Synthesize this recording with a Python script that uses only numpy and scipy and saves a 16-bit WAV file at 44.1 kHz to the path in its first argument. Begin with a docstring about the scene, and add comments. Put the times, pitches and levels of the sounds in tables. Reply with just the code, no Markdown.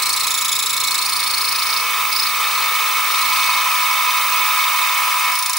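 """Small milling machine cutting brass

Heard close by in a home workshop: shaft-locked tones of gears and bearings waver over a grinding hiss.
Filtered noise and showers of clicks make the grinding, rattle, rumble and whirr; sines make the hum.
The two flutes of the end mill rub the slot wall and chirp once a turn, mostly early on and at the end,
by stick-slip: a rough rising tone with overtones. Steady high tones are the motor's speed control."""
import sys
import numpy as np
from scipy import signal
from scipy.fft import rfft, irfft
from scipy.io import wavfile

SR = 44100
rng = np.random.default_rng(int(sys.argv[2]) if len(sys.argv) > 2 else 0)


def wrap_up_sound(samples):
    """Save the sound to the file named by the first command line argument, as 16-bit audio."""
    columns = np.atleast_2d(samples).T
    # keep every value between -1 and 1, then stretch to whole-number steps
    tamed = np.clip(columns, -1, 1)
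    steps = np.round(tamed * 32767).astype(np.int16)
    wavfile.write(sys.argv[1], SR, steps)


N = 246078
TIME = np.arange(N) / SR  # s
BINS = np.fft.rfftfreq(N, 1 / SR)  # Hz

# Spindle speed before its small wander: (time [s], speed [turns per s])
SPINDLE_SPEED = [(0.0, 28.209), (0.81, 28.217), (1.26, 27.982), (1.53, 28.09), (1.71, 28.195),
                 (3.06, 28.212), (3.15, 28.11), (3.42, 28.185), (3.6, 28.053), (4.05, 28.175),
                 (4.14, 28.023), (4.32, 28.168), (4.95, 28.027), (5.58, 28.139)]
WANDER_TURNS, WANDER_HZ = .003, 4  # rms shift of the spindle angle, and its rough upper rate
# How hard the tool cuts: (time [s], level relative to full load [dB])
CUTTING_LOAD = [(0, -5), (0.6, -8), (1.0, -6), (1.55, -5), (2.0, -1), (2.2, -5), (2.4, -0.8), (3.1, -0.5),
                (3.45, 0.5), (4.3, -0.1), (5.3, 0), (5.43, -6.5), (5.58, -7)]
# What follows the load: (level at full load [dB], slope [dB per dB of load])
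DRONE_LAW, WHINE_LAW = (-26.5, 0.4), (-25, 1.0)
RING_LAW, MOAN_LAW = (-31, 0.76), (-51, .4)
GRINDING_LAW, RATTLE_LAW, HISS_LAW = (-29.5, .8), (-32, 1.0), (-27.5, 0.63)
RUMBLE_LAW, WHIRR_LAW = (-46.5, 0.76), (-23, 0.72)

# Close gear tones of the drive: (pitch at mean speed [Hz])
DRONE_HZ = [1000.5, 1012.5, 1024.5]
# Their balance: (relative level [dB], left-right difference [dB], phase lead of the left side [rad])
DRONE_BALANCE = [(-2, -2, .1), (-8, -1, .1), (-9.5, -6, .1)]
# Wavering bearing tones of the drive: (pitch at mean speed, before slip [Hz])
WHINE_HZ = [829, 919, 1045, 1070, 1129, 1177.4, 1251.5, 1308, 1348, 1434, 1825, 1967, 2317, 2504, 3046]
# Their balance: (relative level [dB], left-right difference [dB], phase lead of the left side [rad])
WHINE_BALANCE = [(-20, 0, 0), (-29, -2, 0), (-11.5, -4, 0.44), (-14, -4, 0.1), (-13, 2, -0.08),
                 (-5, 0.5, 0.32), (-2, 2, 1), (-6.5, 7.5, -0.22), (-20, 0, 0), (-21, 2, 0),
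                 (-20.5, -13, -0.2), (-15, 6, 0.24), (-10.5, -6, -0.13), (-7, -5.5, 0.0079),
                 (-16, -13, 0.21)]
HOUSING_HZ = 2219  # ring of the housing at mean speed
RING_SWELL_DB, RING_SWELL_HZ = 0.9, 7.3  # rms of its chance swell, and the swell's rough upper rate
# Midway the drive changes its voice: the gear drone swells and the low moan fades
SHIFT_S, SHIFT_LENGTH_S, SHIFT_DRONE_DB, SHIFT_MOAN_DB = 3.03, 0.37, 6.5, -12

# Spectral shape of the chips' gritty grinding: (frequency [Hz], relative level [dB])
GRINDING_SPECTRUM = [(1800, -19), (3100, -4), (3600, -5.5), (4300, 9.5), (4600, -3), (6100, 3), (6700, -27),
                     (9000, -42)]
# Spectral shape of the bearing balls' rattle: (frequency [Hz], relative level [dB])
RATTLE_SPECTRUM = [(2700, -29.5), (2950, -17), (3044, 0), (3150, -8.5), (3450, -6), (3550, -2.5),
                   (3740, -0.5), (3850, -31), (4500, -24)]
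# Spectral shape of the cutting hiss: (frequency [Hz], relative level [dB])
HISS_SPECTRUM = [(4500, -32), (6200, 3), (7000, -2), (8400, 2.5), (9000, -7), (9450, 7), (9900, -1.5),
                 (10800, 2), (12500, -4.5), (14000, -7), (15700, 1.5)]

# Spells of rubbing: (start [s], end [s], first flute's tone [relative dB], its overtones [relative dB],
# second flute's tone [relative dB], its overtones [relative dB], dulling of the overtones [dB per s],
# second flute's upward bend [share of its pitch], arc of contact [share of the full arc])
RUBBING_SPELLS = [(-0.1, 1.081, -24, -20, -21, -23, 2, .1, 0.98),
                  (1.0, 1.87, -23, -29, -22.5, -21.5, 8.5, 0.2, 1),
                  (2.08, 2.339, -23, -41, -19.5, -26, 8, .21, 1),
                  (2.4, 2.716, -31, -38, -30, -40, 3, 0.044, 1),
                  (3.061, 3.617, -27, -33, -27.5, -29.5, 14, .14, 1),
                  (5.288, 5.7, -26.5, -21, -24, -35, -17, 0.047, 0.59)]
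RUB_ATTACK_S, RUB_RELEASE_S = .06, .09
# Pitch at which the chirps start, before chance scatter: (time [s], first flute [Hz], second flute [Hz])
CHIRP_PITCH = [(0, 3715, 3899), (0.13, 3820, 4077), (0.3, 3430, 3700), (0.5, 3380, 3630),
               (0.95, 3600, 3900), (1.05, 4130, 4300), (1.45, 4120, 4450), (1.8, 4100, 4920),
               (2.2, 4000, 4590), (2.6, 3600, 4223), (3.5, 3800, 4270), (5.4, 4420, 5170)]
FIRST_BEND, GRAZE_DB = .17, -41  # first flute's bend (share of pitch); light grazing kept up between spells
CONTACT_AT = .76  # point of the turn about which both contacts are placed (turns)
# Spectral shape of the chirps' overtones and upper scrape: (frequency [Hz], relative level [dB])
TOOL_SPECTRUM = [(3000, -40), (6000, 11), (7500, 8), (8400, 5), (9000, 9), (9700, 8), (10900, 10.5),
                 (11700, 2), (12500, 2), (13500, -7), (14600, 6), (16000, -13)]
PART_HZ, PART_WIDTH_HZ, PART_DB = 4250, 83, 6  # resonance of the brass part, its peak over the rest
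# Resonances of the head and vice: (frequency [Hz], width [Hz], peak of the added power over the rest [dB])
BODY_MODES = [(1824, 23, 6.5), (2204, 89, 5.5), (2500, 57, 10), (2666, 31, 13.5), (2870, 66, 10.5),
              (3080, 34, 6), (3320, 20, 14.5), (3570, 11, 21.5), (3743, 21, 21), (4046, 20, 13.5),
              (4600, 31, 13.5), (4865, 80, 13), (5290, 205, 8.5), (6037, 54, 11)]

# Thrum of the cut: (multiple of the spindle speed [turns per turn])
THRUM_ORDERS = [3, 4, 5, 6, 8, 9, 11, 12, 13, 15]
# Balance of those multiples: (relative level [dB])
THRUM_BALANCE = [-2, -1.5, -27, -20, -2, -8.5, -7, -6.5, -6, -9]
# Swell of the thrum and shudder together: (time [s], level [dB])
THRUM_LEVEL = [(0, -57), (0.9, -56), (2.6, -60), (3.05, -74), (3.25, -56.5), (3.55, -57.5), (4.45, -81),
               (5.1, -69), (5.58, -80)]
# Spectral shape of the frame's shudder: (frequency [Hz], relative level [dB])
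SHUDDER_SPECTRUM = [(20, -9), (55, -5), (90, -2), (280, 2), (450, -10), (800, -27)]
# Spectral shape of the rumble: (frequency [Hz], relative level [dB])
RUMBLE_SPECTRUM = [(20, -34), (60, -30), (100, -30), (150, -16), (260, -10), (380, -5), (480, 4.5),
                   (600, -1.5), (800, 1.5), (1200, -28)]
# Spectral shape of the whirr: (frequency [Hz], relative level [dB])
WHIRR_SPECTRUM = [(400, -79), (620, -6), (790, -6.5), (850, 4), (940, 4), (1050, 9), (1220, 5), (1400, 5.5),
                  (1490, -3.5), (1650, 5), (2040, -3.5), (2120, 8.5), (2700, -3), (3400, -10)]
HUM_HZ, HUM_DB, THROB_DB = 163.4, -64.5, 4.5  # motor hum: pitch, middle level, throb to either side of it
THROB_S, FIRST_THROB_S = .2492, .035  # time from one throb to the next, and the first throb

# Switching tone of the speed control and its sidebands: (frequency [Hz])
SWITCHING_HZ = [14756, 14866.7, 15204.6, 15317.2, 15429.7, 15542.2, 15654.8]
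# Their balance: (relative level [dB], left-right difference [dB], phase lead of the left side [rad])
SWITCHING_BALANCE = [(-54, 0, 0), (-56, 0, 0), (-55, 0, 0), (-55, 0, 0), (-34.5, -4, -.8), (-47, 0, -.1),
                     (-27.5, 1.5, 1.6)]

# Likeness of the two sides, limited to 0-1 in use: (frequency [Hz], correlation [-1 to 1])
SIDE_LIKENESS = [(100, 3.5), (300, 1.2), (1000, 0.5), (2000, 0.75), (4000, 0.67), (8000, 0.55),
                 (15000, 0.47)]
# Lean of the diffuse sounds: (frequency [Hz], left-right difference [dB])
SIDE_TILT = [(200, 1), (900, 1), (1800, 0.5), (2700, -1.2), (4200, -1), (9000, -0.24), (15000, -1)]
EDGE_HZ = 15780  # upper band edge of the whole sound


def amp(db):
    """Logarithmic level: decibels to amplitude gain."""
    return 10 ** (np.asarray(db) / 20)


def unit(x):
    """Normalization: scales to rms 1."""
    return x / np.sqrt(np.mean(x ** 2) + 1e-20)


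def curves(rows):
    """Linear interpolation: each column of a table, sample by sample."""
    s, *columns = np.transpose(rows)
    return [np.interp(TIME, s, column) for column in columns]


def spectrum(points):
    """Spectral envelope: a short table read on a log-frequency axis."""
    hz, value = np.transpose(points)
    return np.interp(np.log(BINS + 1), np.log(hz + 1), value)


def drift(hz):
    """Low-passed noise: smooth chance of rms 1, mostly slower than hz."""
    return unit(irfft(rfft(rng.standard_normal(N)) / (1 + (BINS / hz) ** 4), N))


def shaped_noise(points):
    """Subtractive synthesis: one channel of noise with a tabled spectrum, rms 1."""
    return unit(irfft(rfft(rng.standard_normal(N)) * amp(spectrum(points)), N))


def grit(per_s, spread_db):
    """Shot noise: two unrelated showers of tiny clicks of uneven size."""
    size = amp(spread_db * np.minimum(rng.exponential(1, (2, N)), 4))
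    strikes = rng.random((2, N)) < per_s / SR
    return unit(size * rng.standard_normal((2, N)) * strikes)


def spread(pair, gain):
    """Partial coherence: two signals become the mid (scaled to rms 1) and side of a coloured stereo pair."""
    bass_loss = BINS ** 2 / np.hypot(BINS ** 2, 120 ** 2)  # the diffuse sounds carry little deep bass
    mid, side = rfft(pair) * bass_loss
    same = np.clip(spectrum(SIDE_LIKENESS), 0, 1)
    side = side * np.sqrt((1 - same) / (1 + same))
    lean = amp(spectrum(SIDE_TILT) / 2)
    scale = np.std(irfft(mid * gain, N))
    return irfft(np.array([(mid + side) * lean, (mid - side) / lean]) * gain, N) / scale


def place(tone, pan_db, lead):
    """Interaural difference: a complex tone with a level and a phase difference between the sides."""
    side = np.array([[.5], [-.5]])
    return np.sqrt(2) * (tone * amp(side * pan_db) * np.exp(1j * side * lead)).real


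def loaded(law):
    """Power law: gain of a voice that follows the load on the tool."""
    full_db, slope = law
    load_db, = curves(CUTTING_LOAD)
    return amp(full_db + slope * load_db)


def body():
    """Modal resonance: gain of the machine's metal, powers of its modes added."""
    modes = sum(amp(db) ** 2 / (1 + (2 * (BINS - hz) / width) ** 2) for hz, width, db in BODY_MODES)
    return np.sqrt(1 + modes)


def running_tone(cycles, fuzz, fuzz_hz):
    """Random modulation: a rolling part's tone, a clean core with a restless skirt."""
    skirt = (drift(fuzz_hz) + 1j * drift(fuzz_hz)) / np.sqrt(2)
    core = np.exp(2j * np.pi * (cycles + rng.random()))
    return core * (1 + fuzz * skirt) / np.hypot(1, fuzz)


def tone_bank(pitches, balance, clock, fuzz, fuzz_hz):
    """Superposition: rolling tones that share one shaft clock."""
    return sum(amp(db) * place(running_tone(hz * clock, fuzz, fuzz_hz), pan, lead)
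               for hz, (db, pan, lead) in zip(pitches, balance))


def drive(turns, pace):
    """Shaft-locked tones: gears and bearings sing at multiples of the speed; close gear tones beat."""
    drone = tone_bank(DRONE_HZ, DRONE_BALANCE, pace, fuzz=0.13, fuzz_hz=14)
    # the bearing balls slip a little, so their tones waver together
    slip = .0016 * np.cumsum(drift(5)) / SR
    whine = tone_bank(WHINE_HZ, WHINE_BALANCE, pace + slip, fuzz=0.29, fuzz_hz=34)
    ring = place(running_tone(HOUSING_HZ * pace, fuzz=0.47, fuzz_hz=12), pan_db=-6.5, lead=0)
    ring_swell = amp(RING_SWELL_DB * drift(RING_SWELL_HZ))
    moan = place(running_tone(16 * turns, fuzz=.25, fuzz_hz=5), pan_db=-1, lead=0)
    shift = np.clip((TIME - SHIFT_S) / SHIFT_LENGTH_S, 0, 1)
    gears = loaded(DRONE_LAW) * amp(SHIFT_DRONE_DB * (shift - 1)) * drone
    low_moan = loaded(MOAN_LAW) * amp(SHIFT_MOAN_DB * shift) * moan
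    return gears + loaded(WHINE_LAW) * whine + loaded(RING_LAW) * ring_swell * ring + low_moan


def cutting(turns):
    """Impulsive excitation: chips break off in a gritty hiss; balls rattle, harder on one side of the turn."""
    balls_per_turn = 6.351
    knocks = np.exp(-((balls_per_turn * turns) % 1) / 0.18)
    loaded_side = amp(6.9 * np.cos(2 * np.pi * (turns - .74)))
    rattle_noise = rng.standard_normal((2, N)) * knocks * loaded_side
    rattle = spread(rattle_noise, amp(spectrum(RATTLE_SPECTRUM)))
    chips = grit(per_s=9000, spread_db=1.5) * amp(1.4 * drift(48))
    grinding = spread(chips, amp(spectrum(GRINDING_SPECTRUM)) * body())
    fine_chips = grit(per_s=13000, spread_db=1.5) * amp(1.46 * drift(80))
    hiss = spread(fine_chips, amp(spectrum(HISS_SPECTRUM)))
    return loaded(GRINDING_LAW) * grinding + loaded(RATTLE_LAW) * rattle + loaded(HISS_LAW) * hiss


def flute(turns, low, high, hz, rise, centre, length, scrape_db):
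    """Stick-slip friction: for part of each turn a flute rubs, a rough chirp bending ever faster upward."""
    # no two turns are quite alike in timing, force or pitch
    turn = np.floor(turns - centre + .5).astype(int) + 1
    late, strong, sharp = rng.standard_normal((turn[-1] + 1, 3))[turn].T
    along = ((turns - centre + .5) % 1 - .5 - 0.0118 * late) / length  # -0.5 to 0.5 across the contact
    contact = np.exp(-(2 * along) ** 4) * amp(.5 * strong + .5 * drift(220))
    pitch = hz * (1 + rise * np.clip(along + .5, 0, 1) ** 2 + .02 * sharp)
    angle = 2 * np.pi * np.cumsum(pitch * (1 + .043 * drift(450))) / SR
    # the tone reaches both sides alike; the scraping around it is diffuse
    scrape = rng.standard_normal((2, N))
    band = amp(spectrum([(2800, -38), (3500, 8.5), (5400, 13.0), (7000, -16), (12000, -40)]))
    fundamental = 1.15 * np.sin(angle) + .58 * spread(scrape, band * body())
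    colour = amp(spectrum(TOOL_SPECTRUM))
    overtones = sum(np.sin(k * angle) * (k * pitch < SR / 2) for k in range(2, 5))
    coloured_overtones = unit(irfft(rfft(overtones) * colour, N))
    upper = unit(coloured_overtones + amp(scrape_db) * spread(scrape, colour))
    return contact * (low * fundamental + high * upper)


def rubbing(turns):
    """Forced resonance: in each spell the flutes bear on the slot wall, and the brass part rings along."""
    columns = np.transpose(RUBBING_SPELLS)[:, :, None]
    start, end, first_db, first_over_db, second_db, second_over_db, dulling, bend, arc = columns
    attack = np.clip((TIME - start) / RUB_ATTACK_S, 0, 1)
    press = attack * np.clip((end - TIME) / RUB_RELEASE_S, 0, 1)
    bright = press * amp(-dulling * np.maximum(TIME - start, 0))

    def with_graze(shape, db):
        """Power addition: the spells' gain joined to the light grazing."""
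        return np.hypot(amp(GRAZE_DB), (shape * amp(db)).sum(0))

    first_low, first_high = with_graze(press, first_db), with_graze(bright, first_over_db)
    second_low, second_high = with_graze(press, second_db), with_graze(bright, second_over_db)
    first_hz, second_hz = curves(CHIRP_PITCH)
    bend = (press * bend).sum(0)
    arc = 1 + (press * (arc - 1)).sum(0)
    first = flute(turns, first_low, first_high, first_hz, FIRST_BEND,
                  centre=CONTACT_AT - .08 * arc, length=.21 * arc, scrape_db=-1.5)
    second = flute(turns, second_low, second_high, second_hz, bend,
                   centre=CONTACT_AT + .18 * arc, length=.3 * arc, scrape_db=-5)
    part = 1 + (amp(PART_DB) - 1) / (1 + 2j * (BINS - PART_HZ) / PART_WIDTH_HZ)
    return irfft(rfft(first + second) * part, N)


def frame(turns):
    """Forced vibration: cutting force shakes the frame at spindle multiples, over hum, rumble and whirr."""
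    thrum_db, = curves(THRUM_LEVEL)
    thrum = sum(amp(db) * running_tone(order * turns, fuzz=0.18, fuzz_hz=1.9).real
                for order, db in zip(THRUM_ORDERS, THRUM_BALANCE))
    shudder = amp(-5.5) * shaped_noise(SHUDDER_SPECTRUM)
    throb = np.cos(2 * np.pi * (TIME - FIRST_THROB_S) / THROB_S)
    hum = amp(HUM_DB + THROB_DB * throb) * np.sin(2 * np.pi * HUM_HZ * TIME)
    rumble = spread(rng.standard_normal((2, N)), amp(spectrum(RUMBLE_SPECTRUM)))
    whirr = spread(grit(per_s=9000, spread_db=2.5), amp(spectrum(WHIRR_SPECTRUM)) * body())
    shaking = amp(thrum_db) * (np.sqrt(2) * thrum + shudder)
    return shaking + np.sqrt(2) * hum + loaded(RUMBLE_LAW) * rumble + loaded(WHIRR_LAW) * whirr


def speed_control():
    """Electromagnetic excitation: the switched motor current sings; its loudness wavers on each side."""
    swell_db, = curves([(0, -3), (1, -5), (2.1, 0.5), (3.2, -0.5), (4.4, 2.5), (5.58, -2.5)])
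    total = 0
    for hz, (db, pan, lead) in zip(SWITCHING_HZ, SWITCHING_BALANCE):
        tone = place(np.exp(2j * np.pi * (hz * TIME + rng.random())), pan, lead)
        waver = amp(1.8 * np.array([drift(1.5), drift(1.5)]))
        total = total + amp(db) * tone * waver
    return amp(swell_db) * total


def workshop(x, t60, wet_db):
    """Early reflection: decaying sparse echoes from the vice, the column and the wall behind."""
    t = np.arange(SR // 4) / SR
    arrivals = rng.random((2, len(t))) < 2500 / SR  # 2500 echoes per second
    taps = rng.standard_normal((2, len(t))) * arrivals * amp(-60 * t / t60)
    taps /= np.linalg.norm(taps, axis=1, keepdims=True)
    return x + amp(wet_db) * signal.fftconvolve(x, taps, axes=1)[:, :N]


def scene():
    """Superposition: the sources add; shaft tones, knocks and chirps share one spindle angle."""
    speed, = curves(SPINDLE_SPEED)
    turns = np.cumsum(speed) / SR + WANDER_TURNS * drift(WANDER_HZ)
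    pace = turns / speed.mean()  # seconds, as the shafts count them
    chirps = workshop(rubbing(turns), t60=0.079, wet_db=-3.0)
    return drive(turns, pace) + cutting(turns) + chirps + frame(turns) + speed_control()


def record(dry):
    """Band limitation: a steep low-pass, 100 Hz wide, about the upper edge."""
    return irfft(rfft(dry) * np.clip((EDGE_HZ - BINS) / 100 + .5, 0, 1), N)


dry = scene()
out = record(dry)
wrap_up_sound(out)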